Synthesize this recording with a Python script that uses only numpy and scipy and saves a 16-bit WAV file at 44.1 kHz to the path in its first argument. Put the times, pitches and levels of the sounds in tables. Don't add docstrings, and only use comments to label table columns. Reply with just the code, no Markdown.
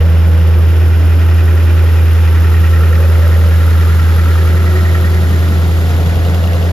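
import sys
import numpy as np
from scipy import signal
from scipy.fft import rfft, irfft
from scipy.io import wavfile
from scipy.ndimage import uniform_filter1d

SR = 44100
rng = np.random.default_rng(int(sys.argv[2]) if len(sys.argv) > 2 else 0)


def digitize_waveform(pressure):
    field = np.atleast_2d(pressure).T
    bounded = np.clip(field, -1, 1)
    quanta = np.round(bounded * 32767).astype(np.int16)
    wavfile.write(sys.argv[1], SR, quanta)


N = 296352
TIME = np.arange(N) / SR
FREQ = np.maximum(np.arange(N // 2 + 1) * SR / N, 1)
WALK_M_S = .5
COHERENT = np.array([[1], [0]])


def undb(db):
    return 10 ** (np.asarray(db) / 20)

def unit(x):
    return x / np.sqrt(np.mean(x ** 2))

def colour(x, spectrum):
    hz, db = np.transpose(spectrum)
    gain = undb(np.interp(np.log(FREQ), np.log(hz), db))
    return unit(irfft(rfft(x) * gain, N))

def ring(x, modes):
    response = sum(undb(db) / (1 + 1j * (FREQ ** 2 - hz ** 2) / (FREQ * width))
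                   for hz, width, db in modes)
    return unit(irfft(rfft(x) * response, N))

def drift(cutoff_hz):
    return unit(irfft(rfft(rng.standard_normal(N)) / (1 + (FREQ / cutoff_hz) ** 4), N))

def tone(hz, waver_hz):
    return np.sqrt(2) * np.sin(2 * np.pi * np.cumsum(hz + waver_hz * drift(60)) / SR)

def noise():
    return rng.standard_normal((2, N))

def turbulence(cycle, repeat):
    period = rng.standard_normal((2, 4096))
    periodic = period[:, (cycle % 1 * period.shape[1]).astype(int)]
    return np.sqrt(repeat) * periodic + np.sqrt(1 - repeat) * noise()

def bursts(cycle, pattern, decay, scatter_db):
    power = 0
    for phase, db in pattern:
        since = cycle - phase + 2
        strength = undb(db + scatter_db * rng.standard_normal(128))
        power = power + (strength[since.astype(int)] * np.exp(-(since % 1) / decay)) ** 2
    return unit(np.sqrt(power))

def passing(x_m, distance_m):
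    return distance_m / np.hypot(WALK_M_S * TIME - x_m, distance_m)

GAPS = {"tail": (0.086, 1), "sill": (0.83, 0.34), "door": (1.34, 0.21), "hinge": (1.63, 0.43),
        "vent": (2.12, 0.6), "arch": (2.43, 0.2), "grille": (2.86, 0.67), "nose": (3.35, 0.5),
        "rear arch": (0.15, 0.23), "bumper": (3.18, 0.54), "wheel": (0.49, 0.3), "fender": (2.82, 0.14)}
def leak(levels_db):
    beams = [undb(db) * passing(*GAPS[gap]) ** 2 for gap, db in levels_db.items()]
    return np.linalg.norm(beams, axis=0)


# multiple of the cycle rate, relative level/dB
BOOM_HARMONICS = [(5, -27.5), (7, -36), (8, 1), (10, -29), (12, -37.5), (13, -29.5), (20, -31.5)]
# t/s, change in level/dB
STUMBLES = [(.746, -2.5), (1.6, -2), (1.903, -2), (2.29, 0), (5.404, -0.5), (6.137, -3.5)]
def boom(crank):
    pipes_end_m, fade_db_per_m = 1.73, 2.5
    level_db = -8 - fade_db_per_m * np.maximum(WALK_M_S * TIME - pipes_end_m, 0)
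    stumble_db = sum(db * np.exp(-((TIME - s) / .0096) ** 2) for s, db in STUMBLES)
    tones = sum(undb(db) * np.cos(2 * np.pi * k * crank) for k, db in BOOM_HARMONICS)
    return np.sqrt(2) * tones * undb(level_db + stumble_db + .26 * drift(27))

PIPE_OVERTONES_DB = {16: {"rear arch": -29.5, "tail": -37, "door": -34, "vent": -31.5, "arch": -32,
                     "fender": -34, "nose": -32, "bumper": -31}, 28: {"wheel": -36, "sill": -39, "grille":
                     -39}, 48: {"rear arch": -35.5}}
def overtones(crank):
    out = 0
    for k, levels_db in PIPE_OVERTONES_DB.items():
        gain = leak(levels_db) * undb(1.5 * drift(6))
        out = out + gain * np.cos(2 * np.pi * k * crank + .25 * drift(6))
    return np.sqrt(2) * out

CYLINDERS = [0.75, 0.46, 0.89, 0.68, -1.3, -0.83, 1.1, -1.1]
FIRINGS = [(k / 8, db) for k, db in enumerate(CYLINDERS)]
# f/Hz, level/dB
BURBLE_SPECTRUM = [(20, -21.5), (42, -12), (55, 5.5), (75, -5.5), (105, 2), (130, 3.5), (190, 4),
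                   (235, -7.5), (330, -8.5), (600, -55.5)]
BURBLE_DB = {"tail": -30, "door": -30, "vent": -29, "grille": -23.5, "nose": -34}
def burble(cycle):
    puffs = bursts(cycle, FIRINGS, decay=.35, scatter_db=2.5)
    return colour(noise() * puffs, BURBLE_SPECTRUM) * leak(BURBLE_DB)

# f/Hz, level/dB
PIPE_SPECTRUM = [(150, -13.5), (240, -3.5), (295, 1), (335, -2.5), (390, 1), (480, -3), (600, -10.5),
                 (820, -7.5), (1050, -11.5), (1500, -8.5), (3000, -45.5)]
def pipe_flow(cycle):
    return colour(turbulence(cycle, repeat=.13), PIPE_SPECTRUM) * undb(-28)

# t/s, centre f/Hz, level/dB
HOLLOW = [(0, 536, -29), (.5, 557, -37), (1.2, 576, -37), (2.0, 488, -34.5), (2.45, 398, -37),
          (2.75, 463, -30), (3.05, 508, -29), (3.5, 513, -30.5), (4.0, 480, -36), (4.45, 515, -31),
          (4.75, 597, -31.5), (5.2, 578, -32.5), (5.55, 607, -35), (6.101, 610, -32.5), (6.72, 566, -30)]
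def hollow(cycle, slaps, width_hz=200):
    times, centres_hz, levels_db = np.transpose(HOLLOW)
    flow = turbulence(cycle, repeat=.26) * (.36 + slaps)
    hz, s, frames = signal.stft(flow, SR, nperseg=2048)
    detune = (hz[:, None] - np.interp(s, times, centres_hz)) / (width_hz / 2)
    band = signal.istft(frames / np.sqrt(1 + detune ** 6), SR)[1][:, :N]
    return unit(band) * undb(np.interp(TIME, times, levels_db))

HUM_DB = {"tail": -33, "sill": -36.5, "hinge": -33, "grille": -29}
OCTAVE_DB = {"wheel": -34, "sill": -37, "door": -34.5, "arch": -28.5, "fender": -33}
def fan_hum(cycle, blades_per_cycle=17.4):
    phase = 2 * np.pi * blades_per_cycle * cycle
    hum = undb(2 * drift(1.5)) * np.cos(phase + .063 * drift(1.4))
    octave = undb(2.8 * drift(16)) * np.cos(2 * phase + .9 * drift(4) + .35 * drift(25))
    return np.sqrt(2) * (hum * leak(HUM_DB) + octave * leak(OCTAVE_DB))

# f/Hz, level/dB
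AIR_SIDE = [(500, -1), (900, -0.5), (1550, -6), (1900, 5.5), (2270, -1), (2400, 2.5), (2520, 0.5),
            (2750, 2), (3200, -1), (4200, -14), (5250, -8), (5600, -14), (12000, -55)]
AIR_FRONT = [(700, -5.5), (1100, -2), (1500, 0.5), (2100, 8.5), (2500, -8), (3300, 3.5), (4000, 2.5),
             (4750, -2), (5250, -0.5), (5550, -8), (7000, -2), (12000, -9), (15000, -31)]
def fan_rush(cycle):
    side = colour(turbulence(cycle, repeat=.64) * undb(1.27 * drift(31)), AIR_SIDE)
    front = colour(turbulence(cycle, repeat=.28) * undb(drift(39)), AIR_FRONT)
    return undb(-33.5) * (side * passing(.91, 2.16) + front * passing(2.72, 1.27))

# f/Hz, bandwidth/Hz, level/dB
INTAKE_MODE = [(5230, 200, 0)]
def intake_sizzle():
    return ring(noise(), INTAKE_MODE) * undb(-51.5) * passing(x_m=.85, distance_m=.7)

# phase/cycle, level/dB
KNOCKS = [(.04, -13), (.21, -5), (0.288, -2.5), (.38, 5), (.53, 4), (.61, 2.5), (.68, -3), (0.821, -3)]
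# f/Hz, bandwidth/Hz, level/dB
HIGH_MODES = [(1712, 45, 4), (1930, 110, 1)]
PANEL_MODES = [(1454, 100, 3), (2412, 26, 5), (2515, 40, 0.5), (2655, 63, -4.5)]
HIGH_DB = {"sill": -41.5, "door": -42, "vent": -35, "arch": -38, "nose": -38}
PANEL_DB = {"wheel": -46, "sill": -36.5, "door": -37}
def valve_clatter(cycle):
    rattle = .3 + bursts(cycle, KNOCKS, decay=.06, scatter_db=1.5)
    covers = ring(rattle * turbulence(cycle, repeat=.31), HIGH_MODES)
    panel = ring(rattle * turbulence(cycle, repeat=.33), PANEL_MODES)
    return covers * leak(HIGH_DB) + panel * leak(PANEL_DB)

# phase/cycle, level/dB
COVER_KNOCKS = [(.0, -2), (0.158, -9.5), (0.258, -2.5), (.32, -4.5), (0.521, -7.5), (.60, -10), (0.781, -3)]
# f/Hz, bandwidth/Hz, level/dB
LOW_MODES = [(1000, 230, -9), (1254, 70, 0), (1343, 40, 2.5), (1425, 43, -3.5), (1580, 120, -7)]
LOW_DB = {"sill": -42.5, "door": -36, "hinge": -39, "vent": -31.5, "grille": -48}
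SING_DB = {"wheel": -45, "sill": -44, "door": -37, "vent": -36, "fender": -46}
def cover_ring(cycle):
    buzz = .5 + bursts(cycle, COVER_KNOCKS, decay=.08, scatter_db=1.5)
    low = ring(buzz * turbulence(cycle, repeat=.36), LOW_MODES)
    blows = bursts(cycle, COVER_KNOCKS, decay=.11, scatter_db=2.5)
    sing = unit(uniform_filter1d(blows, size=400)) * tone(1345, waver_hz=14)
    return low * leak(LOW_DB) + sing * leak(SING_DB) * COHERENT

SQUEAKS = {"rear": [(.31, 0, .048, 1850), (.565, -3.5, .04, 1840), (.68, -9, .05, 1880)],
           "front": [(.26, 0, .052, 1880), (.345, -4, .045, 1850), (.49, -8, .05, 1890),
           (.64, -8, .06, 1920), (.82, -12, .06, 1870)]}
SQUEAK_DB = {"rear": {"sill": -31.5, "door": -25, "hinge": -31}, "front": {"arch": -21.5, "fender": -34,
             "nose": -34}}
def rocker_squeak(cycle):
    out = 0
    for end, chirps in SQUEAKS.items():
        gain = undb(.8 * drift(12)) * leak(SQUEAK_DB[end])
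        for phase, db, half_length, hz in chirps:
            rub = undb(db) * np.exp(-((cycle % 1 - phase) / half_length) ** 2)
            out = out + gain * rub * tone(hz, waver_hz=32)
    return out

# phase/cycle, level/dB
TICKS = [(.04, 3.5), (.24, 1), (.61, -9), (.86, 4)]
# f/Hz, level/dB
HISS_SPECTRUM = [(4000, -19), (6500, 0), (7600, -6.5), (10500, 6.5), (12200, 6), (13200, 3.5), (14200, -16),
                 (15000, -30)]
def hiss_and_ticks(cycle):
    hiss = colour(noise(), HISS_SPECTRUM) * undb(-40)
    strokes = uniform_filter1d(bursts(cycle, TICKS, decay=.07, scatter_db=1.2), size=110)
    ticks = colour(noise() * strokes, HISS_SPECTRUM) * undb(-44.5)
    return (hiss + ticks) * passing(x_m=1.82, distance_m=1.32)

# f/Hz, bandwidth/Hz, level/dB
GROWL_MODES = [(314, 46, -2), (461, 41, 2), (515, 24, -1.5), (684, 58, 1.5)]
GROWL_DB = {"bumper": -28.7}
def bumper_growl(cycle, slaps):
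    return ring(turbulence(cycle, repeat=.59) * slaps, GROWL_MODES) * leak(GROWL_DB)

# phase/cycle, level/dB
TAPS = [(0.231, -1.5), (0.549, -5), (0.879, 5.5)]
# f/Hz, bandwidth/Hz, level/dB
TAP_MODES = [(2840, 230, 5.5), (3400, 280, -3)]
TAPS_DB = {"nose": -39.3}
def nose_taps(cycle):
    blows = .15 + bursts(cycle, TAPS, decay=.075, scatter_db=.3)
    return ring(noise() * blows, TAP_MODES) * leak(TAPS_DB)

# f/Hz, coherence (0-1)
COHERENCE = [(100, .99), (200, .95), (330, .92), (450, .78), (640, .55), (1000, .6), (1350, .78),
             (2000, .58), (2600, .72), (3600, .4), (5200, .72), (6300, .48), (7300, .65), (7800, .997),
             (9300, .997), (10000, .76), (12000, .76), (12800, .99)]
# f/Hz, phase/rad with the engine ahead, phase/rad with it behind
PHASE_LEAD = [(90, -.25, -.32), (300, -.05, -.35), (650, .45, -.7), (1000, 0, -.4), (1350, -.2, -.8),
              (1700, -.3, -2.2), (2100, -.3, -2.6), (2450, 0, -1), (2950, -.9, -1.1), (3700, -.4, -.2),
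              (4900, -1.1, -.7), (5900, 1.1, .7), (6800, 1.2, 1), (7750, 3.05, 3.05), (9300, 3.2, 3.2),
              (12700, 6.25, 6.25)]
# f/Hz, level/dB with the engine ahead, level/dB with it behind
BALANCE = [(80, -1, -.2), (200, -.4, -.3), (480, 2, 1.8), (800, -5, 0), (1300, -3.5, -1), (2000, -3, -1.8),
           (3400, .8, 3.5), (4600, 3, 3.5), (5200, 3.5, 7), (6000, 2.3, 2), (7200, 2, 1.5), (8000, 0, 0)]
def microphone_ports(sound, engine_m=1.98, swing_m=.92):
    hz, s, (coherent, diffuse) = signal.stft(sound, SR, nperseg=2048)
    past = (1 + np.tanh((WALK_M_S * s - engine_m) / swing_m)) / 2
    log_hz = np.log(np.maximum(hz, 1))[:, None]

    def response(table):
        points_hz, *columns = np.transpose(table)
        ahead = np.interp(log_hz, np.log(points_hz), columns[0])
        behind = np.interp(log_hz, np.log(points_hz), columns[-1])
        return ahead + past * (behind - ahead)

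    coherence, tilt = response(COHERENCE), undb(response(BALANCE) / 2)
    mid = coherent * np.sqrt((1 + coherence) / 2)
    side = diffuse * np.sqrt((1 - coherence) / 2)
    left = (mid + side) * tilt
    right = (mid - side) / tilt * np.exp(1j * response(PHASE_LEAD))
    return signal.istft(np.array([left, right]), SR)[1][:, :N]

# t/s, firing rate f/Hz
FIRING_RATE = [(0, 82.2), (1.0, 82.58), (1.3, 83.5), (2.3, 82.4), (3.0, 82.7), (4.3, 82.74), (4.75, 84.56),
               (5.25, 83.64), (6.0, 83.66), (6.72, 86.22)]
def scene():
    firing_hz = np.interp(TIME, *np.transpose(FIRING_RATE))
    cycle = np.cumsum(firing_hz) / SR / 8
    crank = cycle + .0014 * drift(15)
    slaps = bursts(cycle, FIRINGS, decay=.07, scatter_db=1.5)
    tones = boom(crank) + overtones(crank) + fan_hum(cycle) + rocker_squeak(cycle)
    exhaust = burble(cycle) + pipe_flow(cycle) + hollow(cycle, slaps) + bumper_growl(cycle, slaps)
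    air = fan_rush(cycle) + intake_sizzle()
    valves = valve_clatter(cycle) + cover_ring(cycle) + nose_taps(cycle)
    mix = tones * COHERENT + exhaust + air + valves + hiss_and_ticks(cycle)
    edge_s = np.minimum(TIME, TIME[-1] - TIME)
    fade = np.sin(np.pi / 2 * np.clip(edge_s / .008, 0, 1)) ** 2
    return microphone_ports(fade * mix)

def record(dry):
    knee, headroom, cutoff_hz = .75, .2, 15600
    clipped = np.clip(dry, -knee, knee)
    rounded = clipped + headroom * np.tanh((dry - clipped) / headroom)
    return signal.sosfilt(signal.ellip(8, .1, 70, cutoff_hz, fs=SR, output="sos"), rounded)


dry = scene()
out = record(dry)
digitize_waveform(out)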